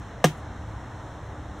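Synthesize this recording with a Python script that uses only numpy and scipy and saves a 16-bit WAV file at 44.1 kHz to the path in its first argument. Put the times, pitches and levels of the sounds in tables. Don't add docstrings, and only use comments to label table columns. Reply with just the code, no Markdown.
import sys
import numpy as np
from scipy import signal
from scipy.fft import rfft, irfft
from scipy.io import wavfile
from scipy.ndimage import uniform_filter1d

SR = 44100
rng = np.random.default_rng(int(sys.argv[2]) if len(sys.argv) > 2 else 0)


def magnitude_from_level(level_db):
    exponent = np.asarray(level_db, float) / 20
    return 10 ** exponent


def transcribe(signal):
    frames = np.atleast_2d(signal).T
    limited = np.clip(frames, -1, 1)
    pcm = np.round(limited * 32767).astype(np.int16)
    wavfile.write(sys.argv[1], SR, pcm)


N = 70560

# [f/Hz, level/dB per Hz]
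FIELD_SPECTRUM = [(25, -39), (60, -5.5), (130, -11.5), (400, -21.5), (850, -19), (1900, -28), (2450, -40.5),
                  (4000, -39.5), (16000, -67.5)]
# [f/Hz, width/Hz, level/dB]
ENGINE_HUM = [(52, 7.5, -49.5), (72.9, 1.9, -46), (89.2, 15, -51), (102.2, 4, -43.5), (123.4, 10, -49),
              (189.8, 17, -64), (305.5, 9.1, -52)]
# [f/Hz, width/Hz, level/dB]
TREBLE_GAPS = [(4684, 208, -25), (9110, 120, -31), (10200, 350, -8.5), (12500, 270, -12), (13100, 300, -24),
               (14800, 1400, -3)]
# [t/s, half length/s, level/dB]
CLOTH_SLIDES = [
    (.28, .04, -64),
    (.375, .05, -69),
    (.62, .04, -83),
    (.71, .03, -80),
    (1.6, .012, -62),
]
# [f/Hz, level/dB per Hz]
CLOTH_SPECTRUM = [(2000, -29), (6000, -6), (10000, -3), (16000, -15)]
# [f/Hz, level/dB per Hz]
SLAP_SPECTRUM = [(300, 12), (900, 6.5), (2000, 0.5), (3700, 0), (6000, -8), (8000, -20.5), (11500, -12),
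                 (16000, -21)]
# [f/Hz, level/dB per Hz]
SETTLE_SPECTRUM = [(300, -5), (1000, 1), (2000, 2.5), (4000, 0.5), (6000, -7), (9000, -13.5),
                   (16000, -19.5)]
# [t/s, level/dB]
CLUMP_KNOCKS = [
    (0.2417, -24.5),
    (0.2424, -23),
    (0.2455, -16.5),
    (.2481, -25),
    (0.2511, -36),
    (0.2543, -35),
    (0.257, -24),
]
# [f/Hz, level/dB, t60/s]
BRIGHT_LID_MODES = [(5920, -1.5, .007), (8050, -8, 0.0079), (11060, -9.5, 0.0089), (3250, -4, 0.01)]
# [t/s, level/dB, contact time/ms]
BAG_PUSHES = [
    (.24109, -1, .4),
    (.24242, 3.5, 1.27),
    (.24649, 2.4, 1.5),
]
# [f/Hz, level/dB, t60/s, sign of the mode shape under the bag]
BOX_MODES = [(150.5, -17.6, .175, 1), (722, -32, .16, 1), (301, -24, .14, 1), (365, -18.5, .13, 1),
             (530, -14, .024, 1), (638, -9, .016, 1), (735, -9.3, .02, 1), (827, -9.6, .032, -1),
             (1006, -23.4, .052, -1), (1207, -16, .045, 1), (1420, -27, .06, -1), (1640, -18.5, .072, -1),
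             (1800, -13.5, .035, 1), (2175, -27, .07, 1)]
# [f/Hz, side minus mid level/dB]
PORT_DIFFERENCE = [(60, -48), (130, -58), (350, -10.5), (800, -28), (1300, -26), (2400, -7), (4400, -13.5),
                   (15000, -1.5)]
# [f/Hz, width/Hz, level/dB]
CASE_RESONANCES = [(4694, 750, -7), (6430, 2580, 5.5)]


def curve(points):
    p = np.array(points, float)
    return np.interp(np.log(np.fft.rfftfreq(2 * N, 1 / SR) + 1), np.log(p[:, 0]), p[:, 1])


def bumps(table):
    f = np.fft.rfftfreq(2 * N, 1 / SR)
    return sum(db * np.exp(-((f - hz) / width) ** 2) for hz, width, db in table)


def colour(x, db):
    cepstrum = irfft(db * np.log(10) / 20)
    cepstrum[1:N] *= 2
    cepstrum[N + 1:] = 0
    response = np.exp(rfft(cepstrum))
    return irfft(rfft(x, 2 * N) * response)[..., :N]


def unit(x):
    return x / np.sqrt(np.mean(x ** 2))


def ring(x, hz, t60):
    pole = np.exp(2j * np.pi * hz / SR - np.log(1000) / (t60 * SR))
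    return signal.lfilter([1], [1, -pole], x).imag


def walk(rate):
    k = int(SR / rate)
    held = np.repeat(rng.standard_normal(N // k + 1), k)
    smooth = uniform_filter1d(uniform_filter1d(held, k), k)
    return unit(smooth[:N])


def field(t):
    floor_db, gust_db, flicker_db = -40, 0.4, 0.7
    hum_steady, hum_loose = 0.81, 0.5
    octaves = np.log2(np.fft.rfftfreq(N, 1 / SR) + 1)
    gust = gust_db * walk(0.55)
    tone_db = curve(FIELD_SPECTRUM) + bumps(TREBLE_GAPS)
    noise = rfft(unit(colour(rng.standard_normal((2, N)), tone_db)))
    out = 0
    for octave in range(4, 15):
        window = np.cos(np.pi / 2 * np.clip(octaves - octave, -1, 1)) ** 2
        band = irfft(noise * window, N)
        out = out + band * magnitude_from_level(floor_db + gust + flicker_db * walk(9.13))
    for hz, width, db in ENGINE_HUM:
        cycles = hz * t + rng.random() + 0.029 * walk(3)
        steady = np.sin(2 * np.pi * cycles)
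        loose = unit(ring(rng.standard_normal(2 * N), hz, 1.57 / width)[N:])
        hum = magnitude_from_level(db) * (hum_steady * steady + hum_loose * loose)
        out = out + hum * np.array([[1], [0]])
    return out


def cloth(t):
    env = sum(magnitude_from_level(db) * np.exp(-((t - s) / half) ** 2) for s, half, db in CLOTH_SLIDES)
    tone_db = curve(CLOTH_SPECTRUM) + bumps(TREBLE_GAPS) / 2
    rustle = unit(colour(rng.standard_normal((2, N)), tone_db))
    return rustle * env * magnitude_from_level(2 * walk(59))


def grains():
    per_s, spread_db = 9000, 3
    size_chance, sign_chance, hit_chance = rng.random((3, N))
    size = magnitude_from_level(-spread_db * np.log(1 - size_chance)) * np.sign(sign_chance - 0.5)
    return unit(size * (hit_chance < per_s / SR))


def filling_layer(since_hit, db, t60, spectrum):
    clicks = np.array([grains(), grains()])
    return unit(colour(clicks, curve(spectrum))) * magnitude_from_level(db - 60 * since_hit / t60)


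def rattle(t):
    start_s, attack_s = 0.2408, 0.00085
    side_db, side_rise_s = 12.5, 0.059
    since_hit = np.maximum(t - start_s, 0)
    slap = filling_layer(since_hit, -15.5, 0.08, SLAP_SPECTRUM)
    settle = filling_layer(since_hit, -26, 0.17, SETTLE_SPECTRUM)
    mid, side = (1 - np.exp(-since_hit / attack_s)) * (slap + settle)
    side_growth = 1 - np.exp(-since_hit / side_rise_s)
    return np.array([mid, side * magnitude_from_level(side_db) * side_growth])


def clacks():
    ticks = np.zeros(N)
    for s, db in CLUMP_KNOCKS:
        ticks[int(s * SR)] = magnitude_from_level(db)
    knocks = sum(magnitude_from_level(db) * ring(ticks, hz, t60) for hz, db, t60 in BRIGHT_LID_MODES)
    return knocks * np.array([[1], [0]])


def box(t):
    lag_cycles = 0.625
    side_db, side_lag_s = -3.5, 0.012
    out = 0
    for hz, db, t60, sign in BOX_MODES:
        force = 0
        for s, push_db, ms in BAG_PUSHES:
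            phase = np.clip((t - s - lag_cycles / hz) / (ms / 1000), 0, 1)
            force = force + magnitude_from_level(push_db) * np.sin(np.pi * phase) ** 2 / (ms / 2000)
        mode = ring(np.diff(force, prepend=0), hz, t60) / (2 * np.pi * hz)
        out = out + sign * magnitude_from_level(db) * mode
    low_cut = signal.butter(2, 85, "high", fs=SR, output="sos")
    out = signal.sosfilt(low_cut, out)
    side = magnitude_from_level(side_db) * np.interp(t - side_lag_s, t, out)
    return np.array([out, side])


def scene():
    t = np.arange(N) / SR
    mid, side = rattle(t) + cloth(t) + field(t) + box(t) + clacks()
    side = colour(side, curve(PORT_DIFFERENCE))
    return np.array([mid + side, mid - side])


def band_limit(x):
    return signal.sosfilt(signal.butter(12, 16420, fs=SR, output="sos"), x)


def record(dry):
    top_hz, slope_hz = 15750, 200
    f = np.fft.rfftfreq(2 * N, 1 / SR)
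    top_db = -60 * np.clip((f - top_hz) / slope_hz, 0, 1)
    mix = colour(dry, bumps(CASE_RESONANCES) + top_db)
    return band_limit(mix)


dry = scene()
out = record(dry)
transcribe(out)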